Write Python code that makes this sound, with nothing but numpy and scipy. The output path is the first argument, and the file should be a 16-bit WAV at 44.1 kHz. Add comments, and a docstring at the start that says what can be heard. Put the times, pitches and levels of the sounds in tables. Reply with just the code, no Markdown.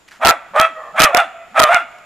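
"""A garden, with a dog close to the microphone, a little to the right. It barks six times: two single
barks, then two quick pairs, its vocal folds buzzing and rasping as the mouth opens. The loudest peaks
overflow the recorder and crackle. Nearby plants and walls and the far surroundings throw the barks back,
and a dog answers from a distance. Dry grass rustles underfoot; insects hiss faintly in the soft air."""
import sys
import numpy as np
from scipy import signal
from scipy.fft import rfft, irfft, next_fast_len
from scipy.io import wavfile
from scipy.ndimage import uniform_filter1d

SR = 44100
rng = np.random.default_rng(int(sys.argv[2]) if len(sys.argv) > 2 else 0)


def persist_wave(psi):
    """Save psi, clipped to +-1, as 16-bit WAV."""
    counts = np.round(np.clip(psi, -1, 1) * 32767).astype(np.int16)
    wavfile.write(sys.argv[1], SR, np.atleast_2d(counts).T)


N = 90404


def amp(db):
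    """Decibels as an amplitude factor."""
    return 10 ** (np.asarray(db) / 20)


def unit(x):
    """The signal at rms 1."""
    return x / np.sqrt(np.mean(x ** 2) + 1e-20)


def read(points, hz):
    """The value of a (frequency, value) curve at hz, on a log frequency axis."""
    f, value = np.transpose(points)
    return np.interp(np.log(hz + 1), np.log(f), value)


def add(mix, start_s, sound):
    """Lays a sound into the mix."""
    part = mix[max(round(start_s * SR), 0):][:len(sound)]
    part += sound[:len(part)]


def colour(x, spectrum):
    """Filters a sound by a (frequency [Hz], gain [dB]) curve, then sets it to rms 1."""
    size = next_fast_len(2 * len(x))
    gain = amp(read(spectrum, np.fft.rfftfreq(size, 1 / SR)))
    return unit(irfft(rfft(x, size) * gain, size)[:len(x)])


def wander(size, hz):
    """A smooth random drift up to about hz, at an rms near 1."""
    f = np.fft.rfftfreq(N, 1 / SR)
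    return unit(irfft(rfft(rng.standard_normal(N)) * np.exp(-(f / hz) ** 2), N))[:size]


def air_and_insects():
    """Soft outdoor air and a narrow, wavering insect hiss, partly alike in both channels."""
    # spectrum of the open air: (frequency [Hz], relative level [dB])
    air_spectrum = [(30, -11), (200, -11), (330, -10), (600, -11), (1500, -13), (2800, -16.5), (5000, -24),
                    (9000, -30.5), (14000, -34.5)]
    air_db, insect_db, insect_hz, insect_width_hz = -51.5, -63.5, 7100, 440
    shared = rng.standard_normal(N)
    air = np.array([colour(shared + 1.2 * rng.standard_normal(N), air_spectrum) for _ in range(2)])
    band = np.exp(-((np.fft.rfftfreq(N, 1 / SR) - insect_hz) / insect_width_hz) ** 2)
    insects = unit(irfft(rfft(rng.standard_normal((2, N)) + shared) * band, N))
    return amp(air_db + wander(N, 7.1)) * air + amp(insect_db + 2 * wander(N, 2.6)) * insects


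def echoes(x, t60, build_s):
    """Scattered stereo reflections build up, then each band dies at its own speed."""
    shared = rng.standard_normal(N)
    hz, t, bands = signal.stft(shared + 0.39 * rng.standard_normal((2, N)), SR, nperseg=256)
    decay = amp(-60 * t / read(t60, hz)[:, None])
    tail = signal.istft(bands * decay, SR, nperseg=256)[1][:, :N]
    tail *= 1 - np.exp(-(np.arange(N) / SR / build_s) ** 2)
    mids = signal.sosfilt(signal.butter(2, [500, 2500], "band", fs=SR, output="sos"), tail)
    mid_gain = np.sqrt((mids ** 2).sum(1, keepdims=True) * SR / 4000)
    return signal.fftconvolve(x[None], tail / mid_gain, axes=1)[:, :N]


def garden(x):
    """The garden throws sound back: a short slap from close by, a faint long tail from far off."""
    # decay off nearby plants and walls: (frequency [Hz], time to fall 60 dB [s])
    near_t60 = [(200, 0.17), (1200, .26), (3000, 0.29), (8000, 0.26), (14000, 0.16)]
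    # decay off the far surroundings: (frequency [Hz], time to fall 60 dB [s])
    far_t60 = [(200, 1.9), (700, 1.7), (1400, 1.64), (3000, 2), (5000, 0.62), (12000, 0.3)]
    return amp(-11.5) * echoes(x, near_t60, build_s=0.0074) + amp(-25) * echoes(x, far_t60, build_s=0.038)


def grass():
    """Dry stalks crackle underfoot in short clumps."""
    # clumps of crackle: (start [s], length [s], level [dB], centre [Hz])
    rustles = [(0.079, 0.028, -43, 2220), (0.109, 0.072, -41.5, 1590), (0.158, 0.048, -48.5, 1470),
               (1.984, 0.009, -44, 1380)]
    # spectrum of dry stalks: (frequency [Hz], relative level [dB])
    stalk_spectrum = [(60, -27), (400, 3), (1500, 10), (3500, 4), (6000, 4.5), (14000, -7.5)]
    out = np.zeros(N)
    for start, length, db, hz in rustles:
        progress = np.arange(0, length, 1 / SR) / length
        crackle = rng.standard_normal(N) * amp(2 * wander(N, 370))
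        grains = colour(crackle[:len(progress)], stalk_spectrum)
        body = signal.lfilter(*signal.iirpeak(hz, Q=1.5, fs=SR), grains)
        add(out, start, amp(db) * np.sin(np.pi * progress ** 0.37) * unit(body + 0.29 * grains))
    return out


def voice(hz, rough, tone, rasp):
    """Vocal folds that jitter and flutter as they turn rough, plus air that puffs once a cycle."""
    jitter_share, jitter_hz = .04, 126.2  # unsteady pitch, at full roughness
    flutter_depth, flutter_hz = .7, 140.4  # a second, slower vibration in the throat
    size, rough = len(hz), np.clip(rough, 0, 1)
    hoarse = np.sqrt(rough)
    phase = 2 * np.pi * np.cumsum(hz * (1 + jitter_share * rough * wander(size, jitter_hz))) / SR
    folds = unit(sum(amp(read(tone, k * hz) + 4.5 * hoarse * wander(size, 40)) * np.cos(k * phase + k * k)
                     for k in range(1, 13)))
    flutter = np.sin(2 * np.pi * np.cumsum(flutter_hz * (1 + .25 * wander(size, 60))) / SR)
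    puffs = colour((1 + .7 * np.cos(phase)) * rng.standard_normal(N)[:size], rasp)
    return np.sqrt(1 - rough) * folds * (1 + flutter_depth * hoarse * flutter) + hoarse * puffs


def far_dog():
    """Short dull calls from a distance, each one gentle arch of level and pitch."""
    # distant barks: (start [s], length [s], level [dB], pitch [Hz], roughness [0-1])
    calls = [(0.75, 0.076, -30.5, 634, 0.23), (0.791, 0.14, -34.5, 600, 0.9),
             (1.327, 0.14, -35.5, 673, 0.02)]
    # the voice heard from afar: (frequency [Hz], relative level [dB])
    spectrum = [(300, -52), (500, 3), (650, 6.5), (900, 0.5), (1200, 12), (1500, -22.5), (1780, 6.5),
                (2200, -24), (5000, -62.5)]
    out = np.zeros(N)
    for start, length, db, hz, rough in calls:
        arch = np.sin(np.pi * np.arange(0, length, 1 / SR) / length)
        pitch = hz * (1 + 0.01 * (arch - 1))
        add(out, start, amp(db) * arch ** .5 * voice(pitch, rough, spectrum, spectrum))
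    return out


def groans():
    """The near dog's slack folds slide faintly up into a bark and down after it."""
    # slides of the folds: (start [s], start pitch [Hz], end pitch [Hz])
    slides = [(0.187, 208, 340), (0.326, 426, 223), (0.507, 148, 293), (0.677, 463, 203), (0.925, 145, 313),
              (1.229, 440, 190), (1.51, 172, 341), (1.793, 490, 199)]
    level_db, length_s = -47.5, 0.0633
    progress = np.arange(0, length_s, 1 / SR) / length_s
    envelope = amp(level_db) * np.sin(np.pi * progress) ** .5
    out = np.zeros(N)
    for start, start_hz, end_hz in slides:
        hz = start_hz * (end_hz / start_hz) ** progress
        add(out, start, envelope * np.sin(2 * np.pi * np.cumsum(hz) / SR))
    return out


def mouth(x, mouth_db):
    """As the mouth opens, the treble rises and a snarling resonance stands out; the level is held even."""
    treble_hz, snarl_hz = 963, 2522
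    low = signal.sosfiltfilt(signal.butter(3, treble_hz, fs=SR, output="sos"), x)
    opened = low + (x - low) * amp(mouth_db)
    snarl = signal.lfilter(*signal.iirpeak(snarl_hz, Q=7.2, fs=SR), opened)
    shaped = opened + snarl * (amp(0.83 * mouth_db) - 1)
    return shaped / np.sqrt(uniform_filter1d(shaped ** 2, size=400) + 1e-9)


def bark(curve):
    """One bark and its start time: the voice leaves the mouth under a throbbing, uneven effort."""
    # harmonics of the voice: (frequency [Hz], relative level [dB])
    tone = [(400, -41), (560, -2), (680, 0), (1000, 0.5), (1250, 5.5), (1450, -1), (1950, -14.5),
            (2200, -7.5), (2550, -15.5), (3300, -17), (4300, -38), (8000, -43)]
    # breath rasping around them: (frequency [Hz], relative level [dB])
    rasp = [(200, -36), (480, -19.5), (600, -2), (790, 0.5), (1000, -6.5), (1270, 1.5), (1550, -6),
            (1850, -5.5), (2080, -10.5), (2420, -8.5), (3000, -22.5), (3400, -18), (4500, -35), (9000, -35),
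            (14000, -47.5)]
    throb_db, throb_hz, surge_db, surge_hz = 1.37, 54.79, 1.0, 68.4
    low_cut_hz, low_leak_db = 490, -10  # the dog radiates very little below its pitch
    times, *columns = np.transpose(curve)
    t = np.arange(times[0], times[-1], 1 / SR)
    level_db, hz, rough, mouth_db = (np.interp(t, times, column) for column in columns)
    call = mouth(voice(hz, rough, tone, rasp), mouth_db)
    fades = np.minimum(np.minimum(t - t[0], t[-1] - t) / 0.00077, 1)
    throb = np.cos(2 * np.pi * throb_hz * (t - t[np.argmax(level_db)])) - .5  # crests at the peak effort
    call *= fades * amp(level_db + throb_db * throb + surge_db * wander(len(t), surge_hz))
    radiated = signal.sosfiltfilt(signal.butter(6, low_cut_hz, "high", fs=SR, output="sos"), call)
    return t[0], radiated + amp(low_leak_db) * (call - radiated)


def near_dog():
    """Six barks close to the microphone, each swelling fast and falling away."""
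    # one curve a bark: (time [s], level [dB], pitch [Hz], roughness [full at 1], mouth treble gain [dB])
    barks = [
        [(.197, -44, 618.9, 1.07, -16), (.226, -14.5, 622.2, 0.46, -0.5), (.253, -6, 695.9, 0.36, -6.5),
         (.280, -7, 641.4, 0.39, 5.5), (.305, -6, 677.6, 0.37, 4), (.328, -18.5, 661.4, 0.46, -4.5),
         (.360, -33, 523, 0.87, -6)],
        [(.535, -35, 561.9, 0.52, -21), (.564, -9.5, 580.6, 0.74, -9), (.596, -8, 638.7, 0.49, 2.5),
         (.620, -8.5, 649, 0.17, 8), (.652, -11, 653.2, 0.06, 9), (.695, -36.5, 675, 0.37, -4)],
        [(.938, -36.5, 647.6, 0.11, -6), (.954, -23, 642.3, 0.19, -15), (.966, -25.5, 648.9, 0.92, -2),
         (.990, -7.5, 644.7, 0.48, 9.5), (1.038, -6, 642.8, 0.47, 9.5), (1.066, -9.5, 603.6, 0.4, 4),
         (1.086, -16.5, 579, 0.2, 3), (1.120, -22, 536, 0.7, -36)],
        [(1.118, -31, 653.3, 0.16, 7), (1.149, -5, 725, 0.26, -18.5), (1.160, -12, 716.2, 0.48, -2.5),
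         (1.180, -8, 709, 0.73, 1), (1.213, -10, 689.7, 0.19, 3.5), (1.232, -20.5, 663.6, 0.1, 0),
         (1.262, -43, 537, 1.1, 6)],
        [(1.543, -34.5, 685.2, 0.9, -4), (1.564, -14.5, 663.2, 0.67, 1), (1.582, -6.5, 633, 0.59, 0),
         (1.612, -7, 640.6, 0.41, -4), (1.645, -7.5, 612.8, 0.16, 3), (1.668, -14.5, 598.2, 0.4, 0),
         (1.695, -15.5, 595.4, 0.5, 0)],
        [(1.678, -38, 639.6, 0.46, -2), (1.693, -10, 672, 0.1, -12), (1.736, -10, 729.6, 0.59, 6.5),
         (1.750, -9, 733, 0.19, 14), (1.769, -9.5, 690, 0.04, 5), (1.786, -18.5, 665, 0.35, 4),
         (1.845, -33.5, 719, 0, 13)],
    ]
    out = np.zeros(N)
    for curve in barks:
        add(out, *bark(curve))
    return out


def scene():
    """Dogs and grass sound into the garden, all a little to the right, over the air and insects."""
    balance_db = 0.6663
    direct = near_dog() + groans() + far_dog() + grass()
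    return (direct + garden(direct)) * amp([[-balance_db], [balance_db]]) + air_and_insects()


def record(dry):
    """In the recorder, peaks past full scale wrap to the opposite sign and crackle; the top is then cut."""
    edge_hz = 14600
    wrapped = (dry + 1) % 2 - 1
    band_limit = signal.firwin(255, edge_hz, window=("kaiser", 7), fs=SR)
    return signal.oaconvolve(wrapped, band_limit[None], "same")


dry = scene()
out = record(dry)
persist_wave(out)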